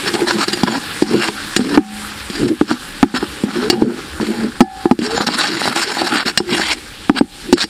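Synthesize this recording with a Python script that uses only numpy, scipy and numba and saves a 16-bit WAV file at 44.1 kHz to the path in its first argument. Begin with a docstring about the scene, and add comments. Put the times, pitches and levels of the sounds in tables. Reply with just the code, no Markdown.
"""A steel ladle stirs sizzling sugar syrup in a wide aluminium pot, outdoors, heard from close by.
Its edge scrapes the bottom in short strokes and knocks on bottom and wall; the pot booms and rings.
Underneath, tiny bursting bubbles hiss, larger ones colour the hiss and thick ones simmer low.
The small microphone stands in light wind, turns itself down after loud moments
and overloads on the hardest blows."""
import sys
import numpy as np
from scipy import signal
from scipy.fft import rfft, irfft, next_fast_len
from scipy.io import wavfile
from scipy.ndimage import uniform_filter1d
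from numba import njit

SR = 44100
rng = np.random.default_rng(int(sys.argv[2]) if len(sys.argv) > 2 else 0)


def dump(signal):
    """Clip the signal to [-1, 1] and save it as 16-bit WAV at the path in sys.argv[1]."""
    limited = np.clip(np.atleast_2d(signal).T, -1, 1)
    pcm = np.round(limited * 32767).astype(np.int16)
    wavfile.write(sys.argv[1], SR, pcm)


N = 339129

# light wind on the microphone: t/s, level/dB
GUSTS = [(0.0, -46), (0.21, -44), (2.48, -39), (2.74, -43), (3.1, -36), (3.51, -45), (4.05, -43),
         (4.22, -41), (5.01, -38), (5.7, -51), (6.83, -41.5), (7.69, -40)]
# the syrup dying down: t/s, sizzle/dB, larger bubbles/dB, low simmer/dB
SYRUP_LEVELS = [(0, -26, -30.5, -32), (1.5, -28, -32, -36), (2.4, -31, -35, -40), (3.3, -31.5, -34, -35),
                (4.5, -34.5, -35, -37), (6, -34.5, -37, -41), (7.7, -35.5, -50, -40.5)]
# spectra of wind, syrup and the rasping edge: f/Hz, relative level/dB per Hz
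WIND_SPECTRUM = [(12, -25), (25, -8), (60, 0.5), (110, -9.5), (150, -22), (250, -40)]
SIZZLE_SPECTRUM = [(260, -39), (450, -13), (589, -13), (616, -19), (843, -3.5), (908, -11), (950, -11.5),
                   (1220, -12.5), (1700, -6), (2160, -6.5), (4300, -6.5), (6060, -10.5), (9070, -12),
                   (16000, -31.5)]
BUBBLE_SPECTRUM = [(700, -24), (1100, -3), (1350, 0), (1750, -0.5), (2100, -18), (3000, -17)]
SIMMER_SPECTRUM = [(60, -21), (110, -2), (259, 0.5), (299, 5.5), (381, -2.5), (426, -4), (600, -8.5),
                   (780, -41), (1000, -80)]
RASP_SPECTRUM = [(650, -38), (1100, -6.5), (1570, -11.5), (1970, 0.5), (2760, -6), (3610, -3), (4080, 6),
                 (4940, 0), (5400, 4.5), (6110, -3), (8450, -6), (14100, -24), (16000, -66)]
# modes of the syrup-damped bottom, wall, ladle blade and free rim: f/Hz, relative level/dB, t60/s
BOTTOM_MODES = [(135, 0.5, 0.082), (186.4, -8, 0.2), (213.5, -5.5, 0.17), (244, 4, 0.09), (304.7, -2, 0.1),
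                (348, 4.5, 0.089), (417.6, -1, 0.072)]
WALL_MODES = [(853, -29, 0.14), (838.6, 8, 0.038), (983, 10, 0.024), (1217, -3, 0.048),
              (1407, 19.5, 0.0079)]
BLADE_MODES = [(1662, -2.5, 0.029), (1808, 0, 0.027), (2066, -23, 0.0085), (2510, -9.5, 0.017),
               (2600, -28, 0.0083), (2848, -5, 0.056), (3306, 5.5, 0.011), (3550, -12, 0.021),
               (3997, -4, 0.038), (4240, -24, 0.067), (4560, -3, 0.066), (4796, -2.5, 0.075),
               (5280, -7.5, 0.085), (5476, -5.5, 0.052), (6400, -18, 0.018), (7070, -6.5, 0.067),
               (7690, -10.5, 0.027), (8260, -12.5, 0.11), (10700, -23, 0.014), (12600, -28, 0.014)]
RIM_MODES = [(764, -6.5, 0.59), (792, -16, 0.4), (817, -11.5, 0.7), (867, -18, 0.64), (1720, -16, 0.53)]
# strokes of the edge over the bottom, one curve each: t/s, rasp/dB, boom/dB
STROKES = [
    [(0.03, -48, -30), (0.084, -20.5, -18.5), (0.114, -41, -36), (0.154, -19.5, -20), (0.166, -35, -28),
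     (0.228, -22.5, -9.5), (0.255, -40, -36)],
    [(0.255, -33, -31), (0.285, -13.5, -17), (0.311, -14.5, -20), (0.355, -26, -15.5), (0.409, -16, -20.5),
     (0.443, -15.5, -28), (0.465, -42, -31)],
    [(0.47, -35, -21), (0.49, -18.5, -19.5), (0.518, -33, -33), (0.538, -16.5, -16), (0.55, -38, -24),
     (0.606, -26.5, -32), (0.62, -33, -19)],
    [(0.66, -37, -23), (0.67, -22.5, -11), (0.684, -17.5, -22), (0.694, -30.5, -17.5), (0.746, -20.5, -22),
     (0.768, -27, -19.5), (0.79, -33, -22)],
    [(1.06, -25, -22), (1.084, -32, -28), (1.106, -24, -12), (1.17, -22.5, -7.5), (1.236, -9, -29),
     (1.29, -20.5, -21), (1.3, -54, -46)],
    [(1.6, -21, -10), (1.62, -32, -11), (1.628, -33.5, -21), (1.734, -29, -10.5), (1.754, -22, -15),
     (1.77, -25, -11)],
    [(2.32, -39, -36), (2.338, -29.5, -29), (2.378, -34.5, -21), (2.494, -29, -6.5), (2.522, -56, -4.5),
     (2.58, -48, -43)],
    [(2.66, -52, -28), (2.682, -27, -28), (2.714, -20, -11), (2.722, -23.5, -16.5), (2.772, -45, -39),
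     (2.78, -37.5, -42)],
    [(3.14, -21.5, -23), (3.174, -14, -19), (3.19, -39, -28), (3.198, -39, -33), (3.234, -31, -22.5),
     (3.27, -38, -37)],
    [(3.46, -45, -13), (3.53, -37.5, -42), (3.562, -32, -16.5), (3.612, -34, -25), (3.622, -27, -20),
     (3.69, -32, -16)],
    [(3.72, -19, -8.5), (3.786, -49, -17), (3.818, -31, -8.5), (3.844, -42, -9.5), (3.98, -36, -22.5),
     (4.01, -44, -38)],
    [(4.2, -31.5, -16), (4.268, -33, -28.5), (4.296, -36, -19), (4.334, -32.5, -20.5), (4.476, -39, -18.5),
     (4.5, -44, -31)],
    [(5.0, -30.5, -22), (5.066, -18.5, -18), (5.092, -36.5, -22), (5.116, -21, -23), (5.13, -30.5, -17),
     (5.182, -20, -28), (5.188, -26, -32), (5.208, -22, -15.5), (5.255, -29, -30)],
    [(5.26, -33, -25), (5.27, -15.5, -25), (5.292, -28.5, -24), (5.348, -20.5, -30), (5.364, -30, -26),
     (5.386, -18.5, -23.5), (5.442, -14.5, -30), (5.498, -21.5, -16.5), (5.62, -23, -29)],
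    [(5.62, -24, -29), (5.682, -23, -18.5), (5.726, -18, -37), (5.742, -33, -29), (5.776, -13, -23),
     (5.802, -16, -24), (5.82, -13, -33), (5.86, -24, -25), (5.93, -23.5, -30)],
    [(5.93, -33, -29), (5.94, -27, -33), (6.004, -23.5, -31), (6.036, -26, -23), (6.072, -19, -37),
     (6.098, -27, -27), (6.158, -14.5, -20), (6.208, -17, -36), (6.24, -27, -38)],
    [(6.25, -28, -23), (6.264, -16.5, -28), (6.3, -17, -28), (6.325, -42, -35)],
    [(6.43, -55, -33), (6.526, -17.5, -19.5), (6.618, -17, -25), (6.654, -22, -30), (6.678, -17.5, -37),
     (6.73, -16, -32.5), (6.762, -43, -27), (6.79, -33, -38)],
    [(7.14, -46, -19), (7.168, -15, -15), (7.188, -11, -24), (7.2, -35, -6)],
    [(7.43, -41, -39), (7.44, -45, -36), (7.506, -45, -28), (7.51, -37, -17)],
    [(7.55, -41, -12), (7.582, -12, -38), (7.64, -13.5, -24), (7.665, -60, -25)],
]
# the pot's answer to each stroke: groan at start/Hz, groan at end/Hz, wall gain/dB
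STROKE_TONES = [(400, 430, -0.5), (387, 260, -5), (327.2, 350, -13), (198.3, 290, 2.5), (290, 330, -6.5),
                (240.35, 310, -4), (288.8, 305, -9), (299.4, 300, -4), (255.3, 290, -6.5), (242.3, 490, 0),
                (214.2, 250, 1), (213.2, 218, -3.5), (370, 500, -3.5), (246, 340, -8), (244.5, 420, -9.5),
                (281.5, 270, -7), (372.4, 340, -12), (360, 300, -12), (292, 220, -7), (268, 150, -12),
                (238, 240, -26)]
# ladle on pot, relative levels: t/s, thud/Hz, thud/dB, wall/dB, clank/dB, ring/dB
KNOCKS = [(0.14, 349, -7, -15, 3.5, -40), (0.482, 380, -11, -16, 8, -16), (0.531, 320, -13, -16, 8, -38),
          (0.574, 303, -28, -8.5, -3, -37), (0.634, 196, 1, 6, 2, -25), (0.682, 410, -9, 0.5, -17, -35),
          (1.022, 306, 1.5, -25, 0, -17), (1.287, 190, -8, 5, -25, -26), (1.564, 342, -5.5, -33, 15.5, -15),
          (1.593, 243, -0.5, -8, -17, -38), (1.775, 295, 18, 14, -19, -10), (2.3, 203, -13, -28, -4, -45),
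          (2.612, 304, 7.5, 5, -32, -31), (2.713, 346, -7.5, 4.5, -26, -40),
          (3.029, 276, 16, 15.5, -15, -17), (3.141, 270, -3, -5, -9, -37),
          (3.227, 383, -5.5, -0.5, -21, -30), (3.437, 212, -1, -18, -10, -23),
          (3.627, 353, -10, -23, -13, -37), (3.7, 370, -0.5, 1, 20.5, -5.5),
          (3.821, 312, 6.5, -11, -28, -38), (4.2, 230, -12, -7, -22, -43),
          (4.606, 255.4, 18.5, 22.5, 12.5, 0), (4.856, 340, 0, 1, -40, -8), (4.912, 261, 13.5, 17, 2, -38),
          (4.99, 313, 2.5, -18, 4, -38), (5.179, 199, -11, 5, -23, -40), (5.205, 334, -8, 4, -31, -34),
          (5.271, 225, -15, -30, 6, -42), (5.288, 235, -11, 7.5, -19, -43),
          (5.617, 228, -41, -3.5, -3, -34), (5.656, 252, -25, 3, 2.2, -41), (5.677, 380, -11, 6, -22, -40),
          (5.763, 390, -22, 0, -11, -23), (5.97, 348, -28, 1, -20, -38), (5.988, 348, -27, -18, -17, -42),
          (6.018, 367.5, -16, -1.5, -3, -9), (6.161, 250, -19.5, -1, -10, -41),
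          (6.259, 272, -11.5, -22, 0, -36), (6.375, 232, -13, -16, 18, -11),
          (6.403, 361, -1.5, -0.5, -12, -36), (6.597, 390, -10.5, 2, -1, -18),
          (7.096, 291, 9, 11.5, -24, -15), (7.21, 279, 11.5, -10, -26, -19),
          (7.527, 274, 14.5, -6, 16, -38), (7.64, 326, -5.5, -2.5, 11, -33)]


def from_db(db):
    """Gain of a level in dB."""
    return 10 ** (np.asarray(db) / 20)


def rms_one(x):
    """Scaled to rms 1."""
    return x / np.sqrt(np.mean(x ** 2) + 1e-20)


def drift(rate_hz, flicker_db=None):
    """Slow noise of spread 1; or, given a spread in dB, a flickering gain."""
    step, settle = 40, 2000    # samples per slow value; slow values dropped while the filter settles
    pole = np.exp(-2 * np.pi * rate_hz * step / SR)
    noise = rng.standard_normal(N // step + settle + 2)
    slow = rms_one(signal.lfilter([1], [1, -2 * pole, pole * pole], noise)[settle:])
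    if flicker_db is not None:
        slow = from_db(flicker_db * slow)
    return np.interp(np.arange(N) / step, np.arange(len(slow)), slow)


def ring(clicks, hz, t60):
    """A unit click sets a decaying sine of height 1 ringing."""
    r, w = from_db(-60 / (t60 * SR)), 2 * np.pi * hz / SR
    return signal.lfilter([0, np.sin(w)], [1, -2 * r * np.cos(w), r * r], clicks + 1e-18)


def grains(per_s, spread_db):
    """Random clicks of very uneven size; rms 1."""
    sizes = from_db(spread_db * np.minimum(rng.exponential(1, N), 5)) * rng.choice([-1, 1], N)
    return rms_one(sizes * (rng.random(N) < per_s / SR))


def coloured(white, spectrum, patchy_db, rate_hz):
    """Shapes white input to a spectrum at equal power, then lets each half-octave band flicker."""
    hz, level_db = np.transpose(spectrum)
    size = next_fast_len(N)
    octave = np.log2(np.arange(1, size // 2 + 2) * SR / size)
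    shape = from_db(np.interp(octave, np.log2(hz), level_db))
    shaped = rfft(white, size) * shape / np.sqrt(np.mean(shape ** 2))
    centres = np.arange(np.log2(hz[0]), np.log2(hz[-1]) + .5, .5)
    bands = (irfft(shaped * np.clip(1 - 2 * abs(octave - c), 0, 1), size)[:N] for c in centres)
    return sum(band * drift(rate_hz, flicker_db=patchy_db) for band in bands)


def driven(force, modes, wander_db):
    """A rough force shakes all modes; the contact point moves, so their shares wander."""
    power_gain = sum(from_db(2 * db) * t60 * SR / (4 * np.log(1000)) for hz, db, t60 in modes)
    ringing = sum(from_db(db) * ring(force * drift(10.5, flicker_db=wander_db), hz, t60)
                  for hz, db, t60 in modes)
    return ringing / np.sqrt(power_gain)


def knock_clicks(level_db):
    """One click at each knock, at the given levels."""
    clicks = np.zeros(N)
    clicks[(np.array(KNOCKS)[:, 0] * SR).astype(int)] = from_db(level_db)
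    return clicks


def struck(level_db, modes, uneven_db=3.5):
    """Every knock strikes each mode with a strength of its own."""
    return sum(ring(knock_clicks(level_db + db + uneven_db * rng.standard_normal(len(KNOCKS))), hz, t60)
               for hz, db, t60 in modes)


def wind():
    """Lumpy low rumble right at the microphone port."""
    times, level_db = np.transpose(GUSTS)
    rumble = rms_one(coloured(rng.standard_normal(N), WIND_SPECTRUM, patchy_db=-5.5, rate_hz=6))
    return from_db(np.interp(np.arange(N) / SR, times, level_db)) * rumble


def syrup():
    """Thousands of tiny bursts a second merge into a hiss; larger bubbles colour it, thick ones simmer."""
    times, *levels_db = np.transpose(SYRUP_LEVELS)
    sizzle = coloured(grains(14000, spread_db=2.5), SIZZLE_SPECTRUM, patchy_db=2, rate_hz=8.6)
    bubbles = coloured(grains(2500, spread_db=4), BUBBLE_SPECTRUM, patchy_db=2.5, rate_hz=6.7)
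    simmer = coloured(rng.standard_normal(N), SIMMER_SPECTRUM, patchy_db=2, rate_hz=5.8)
    return sum(from_db(np.interp(np.arange(N) / SR, times, db)) * layer
               for db, layer in zip(levels_db, (sizzle, bubbles, simmer)))


def strokes():
    """The edge lands, drags and lifts: envelopes of rasp, boom and wall force, and the groan's pitch."""
    edge_s = 0.0069    # time to land or lift
    rasp, boom, wall, pitch_hz = np.zeros((4, N))
    for curve, (first_hz, last_hz, wall_db) in zip(STROKES, STROKE_TONES):
        times, rasp_db, boom_db = np.transpose(curve)
        a, b = int(times[0] * SR), int(times[-1] * SR)
        t = np.arange(a, b) / SR
        contact = np.clip(np.minimum(t - times[0], times[-1] - t) / edge_s, 0, 1)
        rasp[a:b] = contact * from_db(np.interp(t, times, rasp_db))
        boom[a:b] = contact * from_db(np.interp(t, times, boom_db))
        wall[a:b] = from_db(wall_db) * rasp[a:b] ** .95
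        pitch_hz[a:b] = np.linspace(first_hz, last_hz, b - a)
        pitch_hz[b:] = last_hz
    return rasp, boom, wall, pitch_hz


def squeak(grit):
    """The grit excites a resonance that shifts as the edge moves over the bottom."""
    centre_hz, width_hz, wander_octaves = 1600, 200, .22
    phase = 2 * np.pi * np.cumsum(centre_hz * 2 ** (wander_octaves * drift(6))) / SR
    pole = np.exp(-np.pi * width_hz / SR)
    envelope = signal.lfilter([np.sqrt(2 - 2 * pole * pole)], [1, -pole], grit * np.exp(-1j * phase))
    return np.real(envelope * np.exp(1j * phase))


def groan(boom, pitch_hz):
    """The rubbed bottom groans, a narrow unsteady tone: two slow noises in quadrature on a glide."""
    wavering_hz = pitch_hz * (1 + .03 * drift(9.6))
    phase = 2 * np.pi * np.cumsum(wavering_hz) / SR
    tone = (1.3 + drift(12)) * np.cos(phase) + drift(12) * np.sin(phase)
    return uniform_filter1d(boom, size=400) * tone


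def scraping():
    """The edge catches on sugar grit: dense clicks rasp, sing in the blade and shake wall and bottom."""
    rasp, boom, wall_force, pitch_hz = strokes()
    chatter = drift(68, flicker_db=2.2)    # the edge sticks and slips
    grit = rasp * chatter * grains(12000, spread_db=3.5)
    hiss = coloured(grit, RASP_SPECTRUM, patchy_db=3, rate_hz=18.6)
    pressed_modes = [(hz, db, t60 * .45) for hz, db, t60 in BLADE_MODES]    # pressed down, it rings shorter
    blade = from_db(-5) * driven(grit, pressed_modes, wander_db=5)
    cushion = signal.butter(2, 450, fs=SR, output="sos")    # syrup softens the contact
    rub = signal.sosfilt(cushion, boom * grains(900, spread_db=2.5))
    squeaking = from_db(-8) * squeak(grit)
    wall = driven(wall_force * chatter * grains(2500, spread_db=4), WALL_MODES, wander_db=-5)
    bottom = from_db(-0.5) * driven(rub, BOTTOM_MODES, wander_db=6)
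    return hiss + blade + squeaking + wall + bottom + from_db(-3) * groan(boom, pitch_hz)


def push():
    """A hard blow shoves the whole pot: one deep puff."""
    thud_db = np.array(KNOCKS)[:, 2]
    return ring(knock_clicks(thud_db - 26.5), hz=78, t60=0.084)


def pot_song():
    """Rim and belly of the free pot sing on after a blow until the next knock damps them."""
    belly_hz, belly_t60_s, damping_s, grip_at_s = 210, 0.94, 0.04, 3.5
    times, ring_db = np.transpose(KNOCKS)[[0, 5]]
    uneven_db = 3.1 * rng.standard_normal((len(times), len(RIM_MODES)))
    out = np.zeros(N)
    for start, stop, level_db, offsets_db in zip(times, [*times[1:], N / SR], ring_db, uneven_db):
        a, b = int(start * SR), min(int((stop + damping_s) * SR), N)
        t = np.arange(b - a) / SR
        belly_db = level_db + (-0.5 if start < grip_at_s else -54)    # a hand on the pot mutes the belly
        modes = [(hz, level_db + db + offset, t60) for (hz, db, t60), offset in zip(RIM_MODES, offsets_db)]
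        modes.append((belly_hz, belly_db, belly_t60_s))
        fade = np.clip((stop - start - t) / damping_s + 1, 0, 1)
        out[a:b] += fade * sum(from_db(db - 60 * t / t60) * np.sin(2 * np.pi * hz * t)
                               for hz, db, t60 in modes)
    return out


def knocks():
    """Each blow: a dull thud of bottom and wall through the syrup, a crack and a ping of the blade."""
    thud_t60_s, crack_t60_s, contact_s = 0.057, 0.045, 0.00029
    times, thud_hz, thud_db, wall_db, clank_db = np.transpose(KNOCKS)[:5]
    t = np.arange(int(.12 * SR)) / SR
    thuds, crack_envelope = np.zeros((2, N + SR))
    for at, hz, low_db, high_db in zip((times * SR).astype(int), thud_hz, thud_db, clank_db):
        thuds[at:at + len(t)] += from_db(low_db - 60 * t / thud_t60_s) * np.sin(2 * np.pi * hz * t)
        crack_envelope[at:at + len(t)] += from_db(high_db - 21 - 60 * t / crack_t60_s)
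    pot = thuds[:N] + struck(thud_db - 15, BOTTOM_MODES) + struck(wall_db - 18.5, WALL_MODES) + pot_song()
    pole = np.exp(-1 / (contact_s * SR))    # the cushioned contact lasts a moment and dulls the blow
    dull = signal.lfilter([1 - pole], [1, -pole], pot)
    noise = coloured(rng.standard_normal(N), RASP_SPECTRUM, patchy_db=2, rate_hz=30)
    cracks = signal.sosfilt(signal.butter(2, 9000, fs=SR, output="sos"), crack_envelope[:N] * noise)
    return dull + cracks + struck(clank_db - 24, BLADE_MODES)


def scene():
    """All sources reach one close microphone; the ringing pot is too small to radiate deep bass."""
    radiation = signal.butter(3, 212, "high", fs=SR, output="sos")
    return (syrup() + wind() + push() + signal.sosfilt(radiation, scraping() + knocks()))[None]


@njit
def gain_control(x, threshold_db, slope, listen_s, attack_s, release_s):
    """The output clips at full scale; its power above the threshold turns the input down."""
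    out, power, cut_db = np.empty_like(x), 0., 0.
    for i in range(len(x)):
        out[i] = min(max(x[i] * 10 ** (-cut_db / 20), -1.), 1.)
        power += (out[i] ** 2 - power) / (listen_s * SR)
        wanted_db = slope * max(10 * np.log10(power + 1e-9) - threshold_db, 0.)
        lag_s = attack_s if wanted_db > cut_db else release_s
        cut_db += (wanted_db - cut_db) / (lag_s * SR)
    return out


def record(dry):
    """The small microphone: a treble dip from its port, gain control with hard overload, a cut top."""
    dip_hz, dip_width_hz, dip_share, cutoff_hz = 6280, 2000, 0.53, 16100
    port_band = signal.iirpeak(dip_hz, dip_hz / dip_width_hz, fs=SR)
    heard = dry[0] - dip_share * signal.lfilter(*port_band, dry[0])
    held = gain_control(heard, threshold_db=-19.5, slope=1.36, listen_s=.052, attack_s=.017, release_s=.033)
    return signal.sosfilt(signal.cheby2(18, 70, cutoff_hz, fs=SR, output="sos"), held)[None]


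dry = scene()
out = record(dry)
dump(out)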